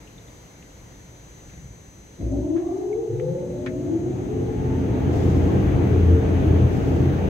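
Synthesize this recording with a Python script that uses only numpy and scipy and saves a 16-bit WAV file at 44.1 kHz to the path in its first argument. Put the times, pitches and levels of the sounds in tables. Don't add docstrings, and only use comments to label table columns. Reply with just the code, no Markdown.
import sys
import numpy as np
from scipy import signal
from scipy.fft import rfft, irfft, next_fast_len
from scipy.io import wavfile
from scipy.ndimage import uniform_filter1d, map_coordinates

SR = 44100
rng = np.random.default_rng(int(sys.argv[2]) if len(sys.argv) > 2 else 0)


def file_out(sig):
    cols = np.atleast_2d(sig).T
    lim = np.clip(cols, -1, 1)
    pcm = np.round(lim * 32767).astype(np.int16)
    wavfile.write(sys.argv[1], SR, pcm)


N = 321489

# f/Hz, level/dB
STEREO_WIDTH = [(60, -31.5), (110, -17.5), (200, -10.5), (380, -5), (700, -1.5), (1290, 3.5), (2400, -1.5),
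                (8000, 2.6), (15000, -1)]
# f/Hz, level/dB
LEFT_LEAN = [(60, 0.6), (200, 1.8), (400, -0.5), (1200, 1.5), (2400, 4.5), (4400, 1.5), (8000, 2),
             (15000, 1.5)]
# f/Hz, level/dB
RUMBLE_COLOUR = [(8, -38), (30, -8.5), (54, 1), (76, -3.5), (92, -6.5), (122, 0.5), (148, -7), (172, -4),
                 (205, -9), (250, -20), (800, -120)]
WASH_COLOUR = [(60, -45), (230, -3.5), (290, 2), (400, -2), (520, -1.5), (580, -5.5), (980, -9.5),
               (1100, -11.5), (1800, -13), (2080, -11.5), (2400, -17), (3600, -18.5), (3980, -18),
               (4700, -21), (7900, -21), (9000, -28), (12600, -27.5), (15700, -32.5)]
# f/Hz, level/dB
DRIVE_TONES = [(6115.7, -63), (6739.6, -68), (7968, -78), (10195, -96), (12263, -104), (13706, -91.5)]
# t/s, level/dB, f/Hz, width/octaves, fade/s (time to fall by 60 dB)
CLICKS = [(0.074, -50, 2600, 0.4, 0.075), (.179, -48, 3580, .2, 0.051), (.275, -55, 3600, .15, 0.089),
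          (0.624, -49, 2500, .6, 0.045), (1.495, -50, 2340, 0.52, 0.052), (1.535, -51, 2320, .3, 0.065),
          (1.575, -49, 2040, 0.23, .06), (2.21, -52, 2070, 0.18, 0.051), (2.318, -52, 6770, .25, .05),
          (2.561, -48.5, 1450, 1.1, 0.32), (2.774, -52, 6230, 0.39, 0.046), (2.928, -44, 2230, 0.09, 0.057),
          (3.197, -37.5, 1820, 0.82, 0.033), (3.661, -32, 1550, 1.25, 0.062), (3.669, -34, 1820, 0.64, 0.1)]
# t/s, level/dB, hold/s
SPRAY_BURSTS = [(5.11, -53.5, 0.16), (6.692, -57, .22)]
# f/Hz, level/dB
SPRAY_COLOUR = [(800, -47.5), (2500, -4), (5000, 1.5), (7500, -1.5), (10000, -13), (15500, -12)]
# f/Hz, level/dB
HUM_TONES = [(120.2, -18.5), (240.4, -29), (360.6, -0.5), (721.2, -33.5)]
# f/Hz, level/dB
SHUDDER_COLOUR = [(20, -22), (45, -10), (70, -3), (110, -2.5), (150, -5), (260, -7.5), (330, -3.5),
                  (450, -15), (680, -18.5), (900, -39), (3000, -120)]
# t/s, first f/Hz, top f/Hz, level/dB, attack/s, hold/s, blur/Hz, roughness (0-1)
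FANS = [(2.2, 238, 1165, 1, 0.11, 3.8, 55.05, 0.52), (3.039, 97.2, 440, -3, 0.078, 1.37, 44.89, 0.43),
        (5.35, 276.5, 448.4, -1.5, 0.24, 0.57, 30.26, 0.02)]
# f/Hz, width/Hz, level/dB
PASSAGE_RESONANCES = [(119, 46, -23), (160, 37, -28.5), (282, 28, -30.5), (321.2, 27.6, -20),
                      (372, 26, -32.5), (431, 40, -25.5), (519, 39, -28.5), (627, 140, -44.5),
                      (865, 60, -43.5), (1050, 300, -53.5)]
# f/Hz, level/dB
WAKE_COLOUR = [(20, -44.5), (50, -23), (85, -6), (120, -0.5), (170, -8.5), (220, -10.5), (260, 1.5),
               (310, -23.5), (420, -22), (1500, -120)]
# f/Hz, width/Hz, level/dB
CABIN_RESONANCES = [(55.6, 9.7, -6), (85.2, 11.6, -6.5), (113.8, 10.2, -3), (132, 8.5, -2),
                    (154.4, 19, -10), (196, 22.5, -7.5)]
# t/s, level/dB
BOOM_LEVELS = [(4.6, -36), (5.17, -25), (5.22, -17.5), (5.76, -26), (5.86, -21), (6.13, -10), (6.24, -22.5),
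               (6.36, -12.5), (6.47, -21.5), (6.65, -10), (6.74, -25.5), (7.2, -20.5)]
# f/Hz, level/dB
ROAR_COLOUR = [(60, -58.5), (170, -28.5), (230, -18), (260, 5.5), (320, 2), (380, -0.5), (440, -1.5),
               (490, -4.5), (560, -12), (640, -10.5), (760, -12.5), (870, -14.5), (980, -26.5), (1400, -42),
               (3000, -120)]
RUSH_COLOUR = [(300, -52.5), (900, -2), (1100, 0), (1700, -2.5), (2200, -5.5), (3200, -11), (4400, -19.5),
               (5400, -24.5), (8000, -29.5), (9000, -30.5), (11300, -35), (12200, -27.5), (13700, -32),
               (14900, -29.5), (15700, -28)]

SWITCH_ON_S = 2.171
CLIMB_HZ_PER_S, FAN_FADE_DB_PER_S = 257, 69.5


def amp(db):
    return 10 ** (np.asarray(db) / 20)


def unit(x):
    return x / np.sqrt(np.mean(np.abs(x) ** 2) + 1e-20)


def along(table, hz):
    freqs, values = np.transpose(table)
    return np.interp(np.log(hz + 1), np.log(freqs + 1), values)


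def envelope(start, attack, hold, fade_db_per_s):
    t = np.arange(N) / SR - start
    rise = np.sin(np.pi / 2 * np.clip(t / attack, 0, 1)) ** 2
    return rise * amp(-fade_db_per_s * np.maximum(t - attack - hold, 0))


def ramp(start, end):
    return np.clip((np.arange(N) / SR - start) / (end - start), 0, 1)


def swell(peak_s, width_s):
    return np.exp(-((np.arange(N) / SR - peak_s) / width_s) ** 2)


def climb(start, first_hz, top_hz, hz_per_s):
    return np.minimum(first_hz + hz_per_s * np.maximum(np.arange(N) / SR - start, 0), top_hz)


def wobble(rate):
    points = rng.standard_normal(int(N * rate / SR) + 4)
    return unit(map_coordinates(points, [np.arange(N) * rate / SR]))


def filtered(x, response):
    size = next_fast_len(N + SR // 2)
    return irfft(rfft(x, size) * response(np.fft.rfftfreq(size, 1 / SR)), size)[..., :N]


def in_cabin(pair):
    def spread(hz):
        width = amp(along(STEREO_WIDTH, hz))
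        return np.array([np.ones_like(hz), width]) / np.hypot(1, width)

    mid, side = filtered(pair, spread)
    ears = np.array([mid + side, mid - side])
    return unit(filtered(ears, lambda hz: amp(along(LEFT_LEAN, hz) * np.array([[.5], [-.5]]))))


def noise(colour, patchy_db):
    spectra = signal.stft(rng.standard_normal((2, N)), nperseg=512)[2]
    patches = uniform_filter1d(rng.standard_normal(spectra.shape[1:]), size=6, axis=0)
    patches = uniform_filter1d(patches, size=14, axis=1)
    pair = signal.istft(spectra * amp(patchy_db * unit(patches)), nperseg=512)[1][:, :N]
    return in_cabin(filtered(pair, lambda hz: amp(along(colour, hz))))


def fuzzy_tone(hz, blur_hz, rough):
    flutter = np.array([unit(wobble(blur_hz) + 1j * wobble(blur_hz)) for ear in range(2)])
    pure = np.exp(2j * np.pi * np.cumsum(hz * np.ones(N)) / SR)
    return in_cabin(np.real(pure * (np.sqrt(1 - rough) + np.sqrt(rough) * flutter)))


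def far_machinery():
    travel = ramp(0, SWITCH_ON_S)
    rumble_db = -48.5 + 1.5 * travel + 5.5 * swell(peak_s=1.66, width_s=0.19)
    rumble = amp(rumble_db + .6 * wobble(6.6)) * noise(RUMBLE_COLOUR, patchy_db=0)
    wash = amp(-49 - 2.5 * travel + .4 * wobble(6.2)) * noise(WASH_COLOUR, patchy_db=0.84)
    return rumble + wash


def whistle():
    return amp(-71.5 + wobble(4)) * fuzzy_tone(3980, blur_hz=160, rough=.95)


def drive_whine():
    t = np.arange(N) / SR
    sides = np.array([[1], [-1]])
    distance_db = 6 - 0.1 * t
    tones = 0
    for k, (hz, db) in enumerate(DRIVE_TONES):
        drift_db = 4 * swell(peak_s=1.53, width_s=0.79) if k == 0 else 1.1 * wobble(2)
        phase = 2 * np.pi * hz * t + .08 * wobble(10) + 0.28 * sides
        tones += amp(db + drift_db + distance_db + .4 * wobble(6) + 1.4 * sides) * np.sin(phase)
    return tones


def clicks():
    size = SR // 4
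    t, hz = np.arange(size) / SR, np.fft.rfftfreq(size, 1 / SR) + 1
    out = np.zeros((2, N + size))
    for start, db, centre_hz, octaves, fade_s in CLICKS:
        band = 1 / (1 + (np.log2(hz / centre_hz) / octaves) ** 2) ** 2.1 / (1 + (hz / 10000) ** 6)
        burst = unit(irfft(rfft(rng.standard_normal((2, size))) * band, size))
        rise = 1 - np.exp(-t / 0.00089)
        out[:, round(start * SR):][:, :size] += burst * rise * amp(db - 60 * t / fade_s)
    return out[:, :N] * amp([[2], [-.5]])


def spray():
    bursts = sum(amp(db) * envelope(start, attack=.03, hold=hold, fade_db_per_s=41)
                 for start, db, hold in SPRAY_BURSTS)
    return bursts * amp(1.2 * wobble(40)) * noise(SPRAY_COLOUR, patchy_db=0.5)


def motor_hum():
    t = np.arange(N) / SR
    tones = sum(amp(db + 0.77 * wobble(5)) * np.sin(2 * np.pi * hz * t + 0.31 * wobble(12))
                for hz, db in HUM_TONES)
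    current = envelope(SWITCH_ON_S, attack=0.29, hold=2.22, fade_db_per_s=13)
    return amp(-30.5) * current * tones * amp([[.5], [-.5]])


def shudder():
    pulsing = amp(-2.5) * fuzzy_tone(60, blur_hz=25, rough=0.17)
    frame = amp(-3.5) * fuzzy_tone(108, blur_hz=34.94, rough=0.24)
    shaking = amp(-3.5) * noise(SHUDDER_COLOUR, patchy_db=4)
    jolt = envelope(SWITCH_ON_S, attack=0.057, hold=0.23, fade_db_per_s=97)
    late_bass = envelope(start=2.2, attack=0.06, hold=0.074, fade_db_per_s=84) * (pulsing + frame)
    return amp(-25.5) * (jolt * shaking + late_bass)


def blade_tones():
    tones = 0
    for start, first_hz, top_hz, db, attack, hold, blur_hz, rough in FANS:
        hz = climb(start, first_hz, top_hz, CLIMB_HZ_PER_S)
        passage = sum(amp(peak_db) / (1 + (2 * (hz - centre) / width) ** 2)
                      for centre, width, peak_db in PASSAGE_RESONANCES)
        gain = amp(db) * passage * envelope(start, attack, hold, FAN_FADE_DB_PER_S)
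        tones += gain * fuzzy_tone(hz, blur_hz, rough)
    return tones


def howl():
    start, first_hz, top_hz = FANS[0][:3]
    hz = climb(start, first_hz, top_hz, CLIMB_HZ_PER_S)
    upper = fuzzy_tone(climb(start, first_hz=536, top_hz=866, hz_per_s=315), blur_hz=89.9, rough=.9)
    upper *= amp(-39) * envelope(start, attack=0.15, hold=.04, fade_db_per_s=15.5)
    second = fuzzy_tone(2 * hz, blur_hz=220, rough=1)
    second *= amp(-48) * envelope(start, attack=0.31, hold=0.38, fade_db_per_s=91)
    third = fuzzy_tone(3 * hz, blur_hz=260, rough=1)
    third *= amp(-53.5) * envelope(start, attack=.25, hold=.27, fade_db_per_s=152.5)
    return amp(2.2 * wobble(8.4)) * (upper + second + third)


def tunnel(pair, fade_s, echo_share):
    t = np.arange(SR) / SR
    tails = rng.standard_normal((2, SR)) * amp(-60 * t / fade_s) * (t > .02)
    echo = in_cabin(signal.fftconvolve(pair, tails, axes=1)[:, :N]) * pair.std()
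    return np.sqrt(1 - echo_share) * pair + np.sqrt(echo_share) * echo


def blowers():
    build_up = envelope(start=2.84, attack=1.79, hold=.1, fade_db_per_s=7.5)
    wake = amp(-29) * build_up * noise(WAKE_COLOUR, patchy_db=-1)
    return tunnel(blade_tones() + howl(), fade_s=2, echo_share=0.36) + wake


def cabin_response(hz):
    ringing = sum((-1) ** k * amp(db) * 1j * hz * width / (centre ** 2 - hz ** 2 + 1j * hz * width)
                  for k, (centre, width, db) in enumerate(CABIN_RESONANCES))
    return ringing / (1 + (hz / 380) ** 4) * hz / np.hypot(hz, 35)


def cabin_boom():
    times, levels = np.transpose(BOOM_LEVELS)
    db = np.interp(np.arange(N) / SR, times, levels)
    build_up = ramp(times[0] - 1, times[0]) ** 2
    return amp(db - 2.7) * build_up * fuzzy_tone(85, blur_hz=14, rough=0.04)


def air_jets():
    start_s, opening_s, full_speed_s = 2.49, 0.78, 5.23
    shortfall = 1 - ramp(start_s, full_speed_s)
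    body = in_cabin(filtered(rng.standard_normal((2, N)), cabin_response))
    beating = amp(-21 - 34.5 * shortfall) * body
    boom = cabin_boom()
    roar = amp(-24 - 27.5 * shortfall + 0.76 * wobble(9.8)) * noise(ROAR_COLOUR, patchy_db=1)
    rush = amp(-41.5 - 29.5 * shortfall + 0.23 * wobble(9)) * noise(RUSH_COLOUR, patchy_db=0.96)
    return ramp(start_s, start_s + opening_s) ** 2 * (beating + boom + roar + rush)


def scene():
    background = far_machinery() + whistle() + drive_whine()
    dryers = motor_hum() + shudder() + blowers() + air_jets()
    return background + dryers + spray() + clicks()


def record(dry):
    return filtered(dry * signal.windows.tukey(N, .001), lambda hz: hz < 15750)


dry = scene()
out = record(dry)
file_out(out)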